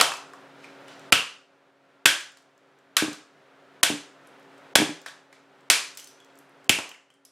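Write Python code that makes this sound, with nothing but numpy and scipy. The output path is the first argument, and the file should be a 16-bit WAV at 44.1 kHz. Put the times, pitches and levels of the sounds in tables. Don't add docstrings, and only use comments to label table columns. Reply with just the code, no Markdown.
import sys
import numpy as np
from scipy import signal
from scipy.fft import rfft, irfft
from scipy.io import wavfile
from scipy.ndimage import uniform_filter1d

SR = 44100
rng = np.random.default_rng(int(sys.argv[2]) if len(sys.argv) > 2 else 0)


def dump_mix(stems):
    frames = np.atleast_2d(stems).T
    limited = np.clip(frames, -1, 1)
    pcm = np.round(limited * 32767).astype(np.int16)
    wavfile.write(sys.argv[1], SR, pcm)


def elevation(decibels):
    levels = np.asarray(decibels, float)
    return 10 ** (levels / 20)


N = 322715

# [f/Hz, level per Hz/dB]
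AIR_SPECTRUM = [(40, -40), (70, -28), (110, -17.5), (150, -9.5), (250, -10.5), (500, -4), (900, -7.5),
                (1150, -9), (1400, -7), (2000, -12.5), (3500, -19.5), (5000, -26.5), (9000, -35),
                (16000, -47)]
# [f/Hz, level against the air/dB]
MOTOR_HUM = [(138.5, -22), (276.5, -12), (390, -14.5), (553, -16.5), (692, -19.5), (1384, -22)]
# [t/s, duck/dB, settling time/s]
DUCKS = [
    (.01, 5.5, 0.19),
    (1.12, 18.5, 0.14),
    (2.055, 5, 0.16),
    (2.965, 0.5, 0.053),
    (3.83, 1.44, .06),
    (4.755, 11.5, 0.25),
    (5.7, 4.5, 0.28),
    (6.69, 16, 0.21),
]
# [start t/s, end t/s]
HUSHES = [
    (1.106, 1.1185),
    (2.047, 2.052),
    (3.816, 3.827),
    (4.736, 4.7505),
    (5.69, 5.696),
    (6.679, 6.689),
]
# [f/Hz, time to fall 60 dB/s]
ROOM_T60 = [(60, .28), (200, 0.29), (600, .42), (1500, .42), (3000, 0.37), (6000, 0.43), (11000, .3),
            (16000, 0.099)]
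# [f/Hz, side minus mid level/dB]
PORTS = [(60, -23), (200, -22), (700, -21.5), (2500, -19.5), (5000, -13), (9000, -13.5), (14000, -14.5)]
# [peak t/s, peak level/dB, swell/dB per s, fade/dB per s]
SCUFFS = [
    (.64, -56.5, 200, 129.5),
    (.885, -55, 1199, 111),
    (1.06, -67.5, 35, 299.5),
    (5.065, -42, 4500, 268),
    (5.33, -60, 1500, 198.5),
    (5.976, -51, 2503, 480),
    (6.1, -64, 107.5, 44),
]
# [t/s, peak level/dB, ring f/Hz]
CRUMBS = [(0.169, -38, 7500), (0.6501, -60, 7050), (0.8804, -55, 9910), (0.994, -46, 7900),
          (2.2084, -38, 7800), (2.32, -56, 7600), (2.3846, -64, 7820), (2.4224, -60, 7260),
          (2.5774, -61, 7380), (2.787, -59, 7360), (4.2715, -52, 11060), (4.3964, -62, 11830),
          (4.428, -60, 7000), (4.579, -57, 8430), (5.016, -46, 7200), (5.6072, -61, 7750),
          (5.8744, -47, 7200), (5.9497, -46, 9500), (5.973, -35.5, 8450), (5.9972, -33.5, 7700),
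          (6.0425, -39, 8100), (6.246, -51, 7900), (6.3548, -53, 7900), (6.3746, -54.5, 7920),
          (6.3875, -47.5, 12600), (6.494, -60, 11500), (6.6433, -52, 7950), (6.891, -39.5, 7340),
          (7.1394, -57.5, 9750), (7.2504, -42.5, 11400)]
# [t/s, peak level/dB, ring f/Hz, ring t60/ms, click level/dB]
CHIPS = [
    (0.9374, -61, 5854, 18.5, -13),
    (5.972, -29.5, 6210, 27, 9),
    (5.9972, -49, 6400, 15, -3),
    (6.0724, -41.5, 6130, 13, 8),
    (6.1108, -55, 5900, 18, -1),
    (7.254, -50.5, 5240, 14, 4),
    (7.25, -58.5, 5850, 15, -5),
]
# [t/s, peak level/dB, ring f/Hz, ring t60/ms, click level/dB]
SHARDS = [(0.119, -28, 2610, 21, -12), (0.118, -25, 1270, 4.8, -3), (0.137, -29, 1330, 9.8, 1),
          (0.334, -38.5, 1150, 10, -6), (0.642, -38, 2400, 11, -9), (0.882, -41, 2900, 16, -2.5),
          (2.371, -46, 1210, 12, 14), (3.13, -32, 1660, 36, 16.5), (5.061, -29.5, 1730, 7, 1.5),
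          (5.084, -35.5, 3750, 4.6, 3.5), (5.327, -43.5, 2300, 6, 3.5), (5.992, -38.5, 3000, 9, -7),
          (6.201, -46, 3360, 36, 1), (6.914, -36.5, 2900, 9.9, -4), (6.944, -43.5, 2060, 10, -6),
          (7.102, -52, 3170, 14, 2), (6.787, -25.5, 1200, 3, 0)]
# [t/s, peak level/dB]
KNOCKS = [(3.023, -14.5), (3.045, -22.5), (3.081, -23), (3.118, -37), (3.901, -18), (3.925, -26.5),
          (3.939, -26.5), (4.786, -16.5), (4.8, -14), (4.804, -18.5), (4.819, -12.5), (4.826, -18.5),
          (4.861, -28), (4.892, -24.5)]
# [f/Hz, level/dB, t60/s]
CHEST_MODES = [(166.7, -2, 0.15), (242.7, -4.5, .07), (307.4, 3.5, 0.081), (392.7, -4, 0.033),
               (560, -8.5, 0.01), (790, -13, 0.023)]
# [t/s, peak level/dB, ring f/Hz, deep
# share/dB, upper share/dB]
THUDS = [
    (1.1251, -12, 160, 1, -2.5),
    (2.058, -17, 242.3, -23.5, 4),
    (2.969, -41, 205, -19, -13),
    (3.835, -25.5, 254.4, -33, -2.5),
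    (4.757, -12, 234, 0, 8),
    (5.703, -26, 317, -2.5, -17),
    (6.697, -12, 197.6, -10, -5),
    (6.786, -23, 336, -24.5, -3),
]
# [t/s, crack level/dB, splinter treble lift/dB, share sent to the walls/dB]
BLOWS = [
    (0.0001, -16.5, -9.5, -18),
    (0.0100, -12, 1, 6.5),
    (1.1224, -8.5, 0, 4.5),
    (2.0560, -9.5, 4, 6),
    (2.9672, -10.5, 4, 2.5),
    (3.8302, -13, 7.5, 6),
    (4.7540, -6.5, 2, 2),
    (5.7, -5, 2.5, 2.5),
    (6.6935, -4.5, 5, 0),
]
# [delay/ms, contact level/dB]
CONTACTS = [
    (3.7, -18),
    (1.5, -8),
    (3.8, -2),
    (2.4, -5.5),
    (2.5, -19),
    (2.6, -8.5),
    (3, -8.5),
    (7, -16),
    (4.9, -16),
]
# [f/Hz, level per Hz/dB]
CRACK_SPECTRUM = [(60, -48.5), (120, -27.5), (300, -18), (700, -14), (1500, -7), (3000, -4.5), (6000, -11),
                  (10000, -14), (13000, -20), (15300, -27), (16500, -38)]
# [f/Hz, width/Hz, level/dB]
SHELL_1 = [(850, 160, -1), (2400, 400, -10)]
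SHELL_2 = [(800, 260, -0.61), (1250, 210, 0.99), (3090, 220, -1)]
SHELL_3 = [(600, 200, -10), (1340, 300, -0.5), (2800, 370, 6.5), (4630, 250, -11)]
SHELL_4 = [(1590, 170, 4.5), (2600, 1000, 0), (3230, 260, 1.5)]
SHELL_5 = [(1206, 89, 0), (1595, 120, 3), (2503, 440, 0), (3650, 520, -3.5)]
SHELL_6 = [(786, 280, -3), (1550, 91, 1), (2900, 1100, 3), (7500, 800, -17)]
SHELL_7 = [(840, 330, -5.5), (1670, 94, -1), (2380, 480, -1.5), (3330, 226, 0)]
SHELL_8 = [(1293, 270, -14.5), (2460, 250, -1.5), (4482, 630, -11.5)]
SHELL_9 = [(795, 94, -8), (2215, 140, -8), (2640, 480, 7.5)]

AIR_DB, AIR_SIDE_DB, CREEP_DB_PER_S = -48.5, -20, 6
ROOM_DB, ROOM_GAP_S = -4.5, 0.0025
CRUMB_T60_MS, CRUMB_CLICK_DB = 1.0, 2.5


def unit(x):
    return x / np.sqrt(np.mean(x ** 2))


def read(table, hz):
    f, value = np.transpose(table)
    return np.interp(np.log(hz + 1), np.log(f), value)


def colour(x, table):
    hz = np.fft.rfftfreq(x.shape[-1], 1 / SR)
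    return irfft(rfft(x) * elevation(read(table, hz)), x.shape[-1])


def band(x, lo_hz, hi_hz):
    return signal.sosfilt(signal.butter(2, [lo_hz, hi_hz], "band", fs=SR, output="sos"), x)


def ring(x, hz, t60):
    shrink = np.exp(-np.log(1000) / (t60 * SR))
    pole = shrink * np.exp(2j * np.pi * hz / SR)
    return np.sqrt(2 * (1 - shrink ** 2)) * signal.lfilter([1], [1, -pole], x).imag


def soft(x, ms):
    return np.convolve(x, np.hanning(int(ms * SR / 1000) + 3))[:len(x)]


def walk(rate):
    k = int(SR / rate)
    steps = np.repeat(rng.standard_normal(N // k + 1), k)
    return unit(uniform_filter1d(steps, k)[:N])


def causal(db):
    cepstrum = irfft(db * np.log(10) / 20)
    cepstrum[1:len(db) - 1] *= 2
    cepstrum[len(db):] = 0
    return np.exp(rfft(cepstrum))


def add(out, s, voice, burst, db, wall_db):
    i = int(s * SR)
    near = voice(burst)
    near = elevation(db) * near / np.abs(near).max()
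    wall = unit(voice(signal.unit_impulse(len(burst))))
    wall = elevation(wall_db) * wall * np.sqrt(np.mean(near ** 2))
    out[:, i:i + len(near)] += np.array([near, wall])[:, :N - i]


def gain_db(t):
    pushed = sum(db * (1 - np.exp(-np.maximum(t - s, 0) / tau)) for s, db, tau in DUCKS)
    return CREEP_DB_PER_S * t - pushed


def air():
    mid, side = unit(colour(rng.standard_normal((2, N)), AIR_SPECTRUM))
    t = np.arange(N) / SR
    hum = 0
    for hz, db in MOTOR_HUM:
        strength = elevation(db + 2 * walk(14))
        hum = hum + strength * np.sin(2 * np.pi * hz * t + 0.5 * walk(22))
    mid = mid * elevation(0.6 * walk(14))
    sides = elevation(AIR_SIDE_DB) * np.array([side, -side])
    return elevation(AIR_DB + gain_db(t)) * (mid + 2.2 * hum + sides)


def garage(x):
    t = np.arange(SR // 2) / SR
    noise = rfft(rng.standard_normal((2, len(t))))
    hz = np.fft.rfftfreq(len(t), 1 / SR)
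    echo = 0
    for centre in 40 * 2 ** np.arange(0, 9, 0.5):
        share = np.clip(1 - 2 * np.abs(np.log2((hz + 1) / centre)), 0, 1)
        echo = echo + irfft(noise * share, len(t)) * elevation(-60 * t / read(ROOM_T60, centre))
    echo = echo * np.clip(t / ROOM_GAP_S, 0, 1) ** 2 / np.sqrt(np.sum(echo[0] ** 2))
    echo[1] = colour(echo[1], PORTS)
    mid, side = (signal.fftconvolve(x, e)[:N] for e in echo)
    return elevation(ROOM_DB) * (mid + np.array([side, -side]))


def scuff():
    grains = rng.standard_normal(N) * elevation(2 * rng.exponential(1, N))
    grit = unit(band(band(grains, 810, 4900), 700, 13000))
    t = np.arange(N) / SR
    slides = 0
    for s, db, swell, fade in SCUFFS:
        slides = slides + elevation(db - np.maximum(swell * (s - t), fade * (t - s)))
    return grit * slides * elevation(2.2 * walk(46))


def debris(rows, lo_hz, hi_hz, wall_db):
    out, t = np.zeros((2, N)), np.arange(4096) / SR
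    for s, db, hz, t60_ms, click_db in rows:
        def piece(x):
            return band(unit(ring(x, hz, t60_ms / 1000)) + elevation(click_db) * unit(x), lo_hz, hi_hz)
        landing = rng.standard_normal(len(t)) * t ** 0.52 * np.exp(-t / 0.0016)
        add(out, s, piece, landing, db + 4.0, wall_db)
    return out


def knocks():
    out = np.zeros((2, N))
    for s, db in KNOCKS:
        chance = rng.standard_normal((len(CHEST_MODES), 2))

        def chest(x):
            x = band(soft(x, 0.25), 200, 1600)
            return sum(elevation(g + 2 * a) * ring(x, hz * (1 + 0.017 * b), t60)
                       for (hz, g, t60), (a, b) in zip(CHEST_MODES, chance))
        add(out, s, chest, signal.unit_impulse(8192), db + 0.28, -4)
    return out


def thuds():
    out = np.zeros((2, N))
    for s, db, hz, deep_db, upper_db in THUDS:
        def slab(x):
            x = soft(np.diff(x, prepend=0), 1.8)
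            deep = elevation(deep_db) * ring(x, 84, 0.037)
            upper = elevation(upper_db) * ring(x, 1.6 * hz, 0.0072)
            return ring(x, hz, 0.011) + deep + upper
        add(out, s, slab, signal.unit_impulse(8192), db, -4)
    return out


def blows():
    out, t, f = np.zeros((2, N)), np.arange(4096) / SR, np.fft.rfftfreq(4096, 1 / SR)
    shells = SHELL_1, SHELL_2, SHELL_3, SHELL_4, SHELL_5, SHELL_6, SHELL_7, SHELL_8, SHELL_9
    for (s, crack_db, treble_db, wall_db), (gap_ms, slab_db), modes in zip(BLOWS, CONTACTS, shells):
        lift_db = treble_db * np.clip(np.log2((f + 1) / 3500), 0, 1)
        power = elevation(read(CRACK_SPECTRUM, f) + lift_db) ** 2
        for hz, width, g in modes:
            power = power + elevation(g) ** 2 / (1 + ((f - hz) / max(width, 150)) ** 2) ** 2
        response = causal(10 * np.log10(power))

        def shell(x):
            return irfft(rfft(x) * response)
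        crack, slab = rng.standard_normal((2, len(t))) * np.sqrt(t) * np.exp(-t / 0.0017)
        shed = rng.standard_normal(len(t)) * (rng.random(len(t)) < 0.02)
        slab = slab + elevation(-46.5) * shed * np.exp(-t / 0.057)
        add(out, s, shell, crack, crack_db + 9.5, wall_db)
        add(out, s + gap_ms / 1000, shell, slab, slab_db + 10.5, -30)
    return out


def scene():
    crumb_rows = [(*row, CRUMB_T60_MS, CRUMB_CLICK_DB) for row in CRUMBS]
    pieces = debris(SHARDS, 600, 7600, 2.4) + debris(CHIPS, 2250, 13000, 5.0)
    pieces = pieces + debris(crumb_rows, 5000, 14000, -2)
    near, walls = blows() + thuds() + knocks() + pieces + scuff()
    skew = elevation(-5) * np.roll(colour(near, PORTS), 30)
    direct = near * elevation(np.array([[-0.12], [0.12]])) + np.array([skew, -skew])
    return direct + garage(walls) + air()


def low_pass(x):
    return signal.sosfilt(signal.butter(12, 16750, fs=SR, output="sos"), x)


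def record(dry):
    x = signal.sosfilt(signal.butter(3, 90, "high", fs=SR, output="sos"), dry)
    t = np.arange(N) / SR
    hush = sum((t > start) & (t < end) for start, end in HUSHES)
    low = signal.sosfiltfilt(signal.butter(4, 1100, fs=SR, output="sos"), x)
    x = x - uniform_filter1d(1.0 * hush, size=60) * (x - low)
    rounded = np.tanh(0.99 * x) / 1.125
    top_cut = signal.ellip(8, 0.2, 70, 15900, fs=SR, output="sos")
    return low_pass(signal.sosfilt(top_cut, rounded))


dry = scene()
out = record(dry)
dump_mix(out)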